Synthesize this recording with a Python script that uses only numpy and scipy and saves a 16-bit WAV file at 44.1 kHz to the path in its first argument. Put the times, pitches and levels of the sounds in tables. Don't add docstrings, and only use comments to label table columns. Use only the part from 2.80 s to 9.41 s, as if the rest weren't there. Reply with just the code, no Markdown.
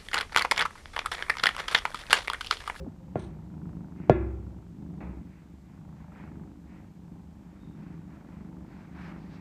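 import sys
import numpy as np
from scipy import signal
from scipy.fft import rfft, irfft, next_fast_len
from scipy.io import wavfile
from scipy.ndimage import uniform_filter1d, map_coordinates

SR = 44100
rng = np.random.default_rng(int(sys.argv[2]) if len(sys.argv) > 2 else 0)


def put_to_file(sound):
    columns = np.atleast_2d(sound).T
    safe = np.clip(columns, -1, 1)
    whole_steps = np.round(safe * 32767)
    wavfile.write(sys.argv[1], SR, whole_steps.astype(np.int16))


N = 291312
TIME = np.arange(N) / SR

# f/Hz, relative density/dB
AIR_SPECTRUM = [(20, 18.5), (60, 19.5), (200, 10.5), (600, 8.5), (1000, 5.5), (1500, -5), (3000, -4),
                (5000, -7.5), (7800, -7.5), (9800, -16.5), (11500, -13.5), (15500, -17.5)]
# f/Hz, relative level/dB, t60/s
STANDING_WAVES = [(65.2, 3, 1.13), (94.5, -10.5, 1.6), (110.4, -12, 1.9), (237.4, -12.5, 0.76),
                  (331, -4.5, 0.8), (347, -9, 0.76), (363, -0.5, 0.55), (385, -15, 1.19),
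                  (536, -20.5, 0.87), (600, -9.5, 0.35), (874, -22, 0.26), (1370, -29.5, 0.92),
                  (1394, -22, 0.35), (1545, -27.5, 0.5), (1675, -20, 0.43), (1706, -25.5, 0.36),
                  (2055, -26, 0.495), (2650, -37, 0.36)]
# f/Hz, t60/s
ROOM_T60 = [(100, 1), (400, 0.4), (1000, 0.73), (1700, 0.55), (2500, 0.61), (5000, 0.21), (10000, 0.2)]
# f/Hz, relative level/dB
ROOM_COLOUR = [(40, 3.5), (120, -3), (350, -14), (700, -17), (1100, 0), (1800, 3.5), (2550, 4.5),
               (2850, -4), (3100, -12), (3500, 0), (4500, -1), (8000, -12)]

# t/s, length/s, centre f/Hz, width/Hz, level/dB
DRONES = [(-.03, 0.16, 531, 9.3, -48.5), (-.03, 0.14, 377, 19, -47), (-.03, 0.11, 63, 4.8, -36.5),
          (0.061, 0.035, 244, 35, -35), (0.104, 0.54, 526, 12, -65), (2.205, 0.42, 65.5, 5.8, -41)]
# f/Hz, width/Hz, level before roughness/dB
SWISH_BANDS = [(800, 170, -56), (3530, 720, -62.5), (5930, 620, -71.5), (8800, 760, -69)]

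# f/Hz, relative density/dB
RUSTLE_SPECTRUM = [(200, -25), (600, -0.5), (1100, 0.5), (1600, -1), (2300, -4.5), (3200, -18.5),
                   (5000, -23), (7000, -31), (12000, -41)]
# middle t/s, length/s, relative level/dB, high hiss re slide/dB, light brushing re slide/dB
SLIDES = [(1.203, .06, -71.5, -14, 10), (2.515, 0.12, -70, -21, 0.5), (2.878, 0.11, -73.5, -23.5, -4),
          (3.192, 0.08, -67, -19, -9), (3.378, 0.075, -61, -26, 1), (3.926, 0.08, -70, -12, 5.5),
          (4.714, 0.17, -70, -21.5, -10), (5.055, 0.19, -66.5, -17, -5.5), (5.317, 0.071, -63.5, -25, -16),
          (5.524, 0.12, -64, -28, -15), (5.96, 0.19, -63, -15.5, -7.5), (6.19, 0.076, -53, -21.5, -7),
          (6.263, 0.068, -54.5, -14, -7), (6.43, 0.081, -63.5, -9, -15), (6.542, 0.056, -61, -5.5, -3)]

# t/s, direct level/dB, room level/dB, boom level/dB, relative wood ring/dB, contact cut-off f/Hz
KNOCKS = [(0.066, -36.5, -51, -55.5, 2, 1800), (0.357, -15, -23, -39.5, 1.5, 2800),
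          (1.297, 1, -13, -22.5, 0, 6000), (2.204, -49, -21.5, -49, -28, 5000)]
# f/Hz, relative level/dB, t60/s
WOOD_MODES = [(132, -3, 0.048), (220, -15.5, 0.11), (395.4, -16.5, 0.13), (487, -12, 0.053),
              (631, -15, 0.076), (697, -6.5, 0.028), (1071, -24.5, 0.05), (1393, -32.5, 0.12),
              (1600, -48, 0.13), (1725, -40, 0.18), (2030, -44, 0.17), (2540, -45.5, 0.15),
              (2825, -56, 0.31), (3370, -54.5, 0.26), (3485, -57.5, .24), (3720, -62, 0.285),
              (3820, -66, 0.24), (4400, -57, 0.098), (7500, -43.5, 0.03)]
# f/Hz, relative level/dB
THUD_SPECTRUM = [(60, -34.5), (200, -7), (400, 3), (600, 4), (800, -1.5), (1100, -17), (1600, -24.5),
                 (2400, -27), (4000, -40.5), (6500, -43), (9000, -56), (15000, -75)]

# f/Hz, relative density/dB
CHEST_SPECTRUM = [(20, -42.5), (35, -8.5), (50, -4.5), (65, -7), (80, -8.5), (100, 2.5), (125, -0.5),
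                  (155, 0.5), (180, 2), (240, -4), (265, -6.5), (320, -9), (385, -16.5), (460, -24),
                  (1500, -72.5)]
# f/Hz, relative density/dB
THROAT_SPECTRUM = [(200, -48), (400, -2), (500, 1.5), (900, 3.5), (1200, -13), (1800, -22), (3500, -36),
                   (8000, -48)]
# f/Hz, relative density/dB
PUFF_SPECTRUM = [(300, -17), (700, 0.5), (1000, 2), (1350, 1), (1750, -7), (2500, -20), (6000, -46)]
# start t/s, relative chest level/dB, upper chest lift/dB,
# relative rasp level/dB, lull in the rasp at the start/dB, lead of the nearest cat over the others/dB
STROKES = [(-.2, -43, -9, -58, -12.5, -3.5), (.22, -41, -5, -58, 4, -4.5), (.65, -41, 0.5, -56.5, 1, -2),
           (1.13, -42.5, 5.5, -58, 0, 2), (1.5, -46, 0.5, -59.5, -1, -2.5),
           (1.93, -41.5, 1.5, -58, 6, -3.5), (2.499, -50, 1, -64, 16, -13),
           (2.83, -44.5, -5.5, -60.5, 5.5, 0), (3.361, -43.5, 2, -58, -7.5, 0.5),
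           (3.778, -48, 3, -60, 5.5, -3), (4.16, -46.5, 1, -61.5, 4, -3), (4.471, -49, 0.5, -62, 0, -5.5),
           (4.77, -44, 2.5, -61.5, 2, 0), (5.421, -45.5, 3.5, -58.5, -4, -1), (6.09, -44, 4, -58, 0.5, -3)]

MIC_TOP_HZ = 15500
RUMBLE_HZ, RUMBLE_WIDTH_HZ, RUMBLE_DB = 69.8, 8.4, -56
SWISH_S, SWISH_LENGTH_S, SWISH_ROUGH_DB = 0.366, 0.165, 3
SQUEAK_S, SQUEAK_LENGTH_S = 4.78, 0.33
SQUEAK_HZ, SQUEAK_WIDTH_HZ, SQUEAK_DB = 3690, 110, -76
FIDGET_DB = -75.5
SLIDE_FADE_S = 0.037
HISS_HZ, HISS_WIDTH_HZ = 4170, 1300
BRUSH_HZ, BRUSH_WIDTH_HZ = 1930, 620
CHEST_ARCH_DB, RASP_ARCH_DB = 4.5, 2.5
TURN_S, LULL_S = 0.12, 0.074
PURR_HZ, PURR_HZ_PER_DB = 25.55, 0.16
QUICK_HZ, QUICK_DB = 29.88, -5
UPPER_CHEST_HZ = 240
PUFF_DB, PUFF_RISE_S = -3.5, 0.0024
CLICK_DB = 4


def amp(db):
    return 10 ** (np.asarray(db) / 20)


def unit(x):
    return x / np.sqrt(np.mean(x ** 2) + 1e-20)


def along(points, hz):
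    f, value = np.transpose(points)
    return np.interp(np.log(hz + 1), np.log(f + 1), value)


def wobble(rate):
    knots = rng.standard_normal(int(N * rate / SR) + 4)
    return map_coordinates(knots, [TIME * rate])


def filtered(x, response):
    m = next_fast_len(N + SR)
    return irfft(rfft(x, m) * response(np.fft.rfftfreq(m, 1 / SR)), m)[:N]


def coloured(x, spectrum, size=8192):
    gain = amp(along(spectrum, np.fft.rfftfreq(size, 1 / SR)))
    cepstrum = irfft(np.log(gain + 1e-6))
    cepstrum[1:size // 2] *= 2
    cepstrum[size // 2 + 1:] = 0
    return signal.fftconvolve(x, irfft(np.exp(rfft(cepstrum))))[:N]


def narrow(hz, width_hz):
    return filtered(rng.standard_normal(N), lambda f: np.exp(-.5 * ((f - hz) / width_hz) ** 2))


def swell(s, length, hz, width_hz, db):
    band = narrow(hz, width_hz)
    shape = np.sin(np.pi * np.sqrt(np.clip((TIME - s) / length, 0, 1))) ** 2
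    loudness = np.sqrt(np.average(band ** 2, weights=shape ** 2 + 1e-12))
    return amp(db) * shape * band / loudness


def room_air():
    return amp(-65.0) * unit(coloured(rng.standard_normal(N), AIR_SPECTRUM))


def room_rumble():
    return amp(RUMBLE_DB) * unit(narrow(RUMBLE_HZ, RUMBLE_WIDTH_HZ))


def room_tail():
    hz, t, bins = signal.stft(rng.standard_normal(SR), SR, nperseg=256)
    decay_db = 60 * t / along(ROOM_T60, hz)[:, None]
    gain = amp(along(ROOM_COLOUR, hz)[:, None] - decay_db)
    onset = 1 - np.exp(-t / 0.00099)
    tail = signal.istft(bins * gain * onset, SR, nperseg=256)[1]
    return tail / np.linalg.norm(tail)


def room_boom(t):
    boom = np.zeros(len(t))
    for hz, db, t60 in STANDING_WAVES:
        build_up = 1 - np.exp(-t * hz / 6)
        boom += amp(db - 60 * t / t60) * build_up * np.sin(2 * np.pi * (hz * t + rng.random()))
    return boom


def drones():
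    return sum(swell(*drone) for drone in DRONES)


def squeak():
    return swell(SQUEAK_S, SQUEAK_LENGTH_S, SQUEAK_HZ, SQUEAK_WIDTH_HZ, SQUEAK_DB)


def swish():
    bands = sum(swell(SWISH_S, SWISH_LENGTH_S, *band) for band in SWISH_BANDS)
    return amp(SWISH_ROUGH_DB * wobble(141.5)) * bands


def rustling():
    power = np.array([amp(db) ** 2 * np.exp(-np.pi * ((TIME - s) / length) ** 2)
                      for s, length, db, *_ in SLIDES])
    hiss_db, brush_db = np.transpose(SLIDES)[3:]
    hiss_power = amp(hiss_db) ** 2 @ power
    step = 1 / (SLIDE_FADE_S * SR)
    power = signal.lfilter([step], [1, step - 1], power + 1e-20)
    rub_power = amp(FIDGET_DB) ** 2 + power.sum(axis=0)
    brush_power = amp(brush_db) ** 2 @ power

    slips = amp(1.4 * wobble(120)) * rng.standard_normal(N)
    rub = amp(2.5) * np.sqrt(rub_power) * unit(coloured(slips, RUSTLE_SPECTRUM))
    brush = np.sqrt(brush_power) * unit(narrow(BRUSH_HZ, BRUSH_WIDTH_HZ))
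    hiss = np.sqrt(hiss_power) * unit(narrow(HISS_HZ, HISS_WIDTH_HZ))
    return rub + brush + hiss


def knocks():
    out, t = np.zeros(N + 2 * SR), TIME[:SR]
    thud = -coloured(np.ones(1), THUD_SPECTRUM)
    thud = amp(-0.5) * np.pad(thud, (0, SR - len(thud))) / np.abs(thud).max()
    ring = sum(amp(db - 60 * t / t60) * np.sin(2 * np.pi * hz * t) for hz, db, t60 in WOOD_MODES)
    ring *= np.exp(-(t / 0.0039) ** 2) - 1
    for s, direct_db, room_db, boom_db, ring_db, contact_hz in KNOCKS:
        boom = room_boom(t)
        echo = signal.fftconvolve(thud + amp(ring_db - 9.5) * ring, room_tail())[:SR]
        direct = thud + amp(ring_db) * ring
        blow = amp(direct_db) * direct + amp(room_db) * echo + amp(boom_db) * boom
        soft_contact = signal.butter(2, contact_hz, fs=SR)
        out[round(s * SR):][:SR] += signal.lfilter(*soft_contact, blow)
    return out[:N]


def effort():
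    start, chest_db, lift_db, rasp_db, lull_db, lead_db = np.transpose(STROKES)
    place = np.interp(TIME, np.append(start, N / SR), np.arange(len(start) + 1))
    stroke = np.minimum(place.astype(int), len(start) - 1)
    sag = 1 - np.sin(np.pi * (place - stroke))
    lull = sum(db * np.exp(-((TIME - s) / LULL_S) ** 2) for s, db in zip(start, lull_db))

    def glide(db):
        return uniform_filter1d(db, int(TURN_S * SR))

    chest = glide(chest_db[stroke] - CHEST_ARCH_DB * sag)
    rasp = glide(rasp_db[stroke] - RASP_ARCH_DB * sag) - lull
    return chest, glide(lift_db[stroke]), rasp, glide(lead_db[stroke])


def larynx(rate, jitter, scatter_db, reopen):
    cycles = np.cumsum(rate) / SR + rng.random()
    shut = np.arange(1, int(cycles[-1]) + 1)
    chance = rng.standard_normal((256, 4))[:len(shut)]
    snaps = np.zeros((2, N + 1))
    for k, phase in enumerate([0, reopen]):
        at = np.searchsorted(cycles, shut + phase + jitter * chance[:, k])
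        snaps[k, at] = amp(scatter_db * chance[:, k + 2])
    return snaps[:, :N]


def purring():
    chest_db, lift_db, rasp_db, lead_db = effort()
    rate = PURR_HZ + PURR_HZ_PER_DB * (chest_db - chest_db.mean()) + .4 * wobble(3)
    quick_rate = QUICK_HZ + 0.709 * wobble(2)
    slow_rate = 24.3 + 0.446 * wobble(2)
    shut, reopen = larynx(rate, jitter=.014, scatter_db=1.8, reopen=.36)
    quick = larynx(quick_rate, jitter=.012, scatter_db=2, reopen=.5)
    slow = larynx(slow_rate, jitter=0.026, scatter_db=0.0, reopen=0.402)
    snaps = amp(lead_db) * (shut + amp(-3) * reopen)
    snaps += amp(QUICK_DB + 0.83 * wobble(2.098)) * (quick[0] + amp(-7.0) * quick[1])
    snaps += amp(-0.5) * (slow[0] + amp(-3.5) * slow[1])
    snaps /= np.hypot(1, amp(lead_db))

    t = TIME[:SR // 4]
    walls = rng.standard_normal(len(t)) * amp(-60 * t / 0.37)
    reflected = signal.fftconvolve(snaps, walls / np.linalg.norm(walls))[:N]
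    heard = snaps + amp(-5) * reflected
    chest = unit(coloured(-heard, CHEST_SPECTRUM))
    upper = filtered(chest, lambda hz: hz ** 4 / (hz ** 4 + UPPER_CHEST_HZ ** 4))
    chest = chest + (amp(lift_db) - 1) * upper

    flow = unit(signal.fftconvolve(snaps, t * np.exp(-t / .004))[:N])
    rasp = unit(coloured((flow + .45) * rng.standard_normal(N), THROAT_SPECTRUM))

    edge = unit(signal.fftconvolve(shut ** .25, t * np.exp(-t / PUFF_RISE_S))[:N])
    puff = edge * rng.standard_normal(N) + amp(CLICK_DB) * unit(shut ** .5)
    puffs = amp(PUFF_DB + lead_db) * unit(coloured(puff, PUFF_SPECTRUM))
    return amp(chest_db + 0.9) * chest + amp(rasp_db - 4.0) * (rasp + puffs)


def scene():
    background = room_air() + room_rumble()
    small_sounds = drones() + squeak() + swish()
    return (background + small_sounds + rustling() + knocks() + purring())[None]


def record(dry):
    bass_cut = signal.butter(2, 38, "highpass", fs=SR, output="sos")
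    thin = signal.sosfilt(bass_cut, dry[0])
    return filtered(thin, lambda hz: hz < MIC_TOP_HZ)[None]


dry = scene()
out = record(dry)
put_to_file(out)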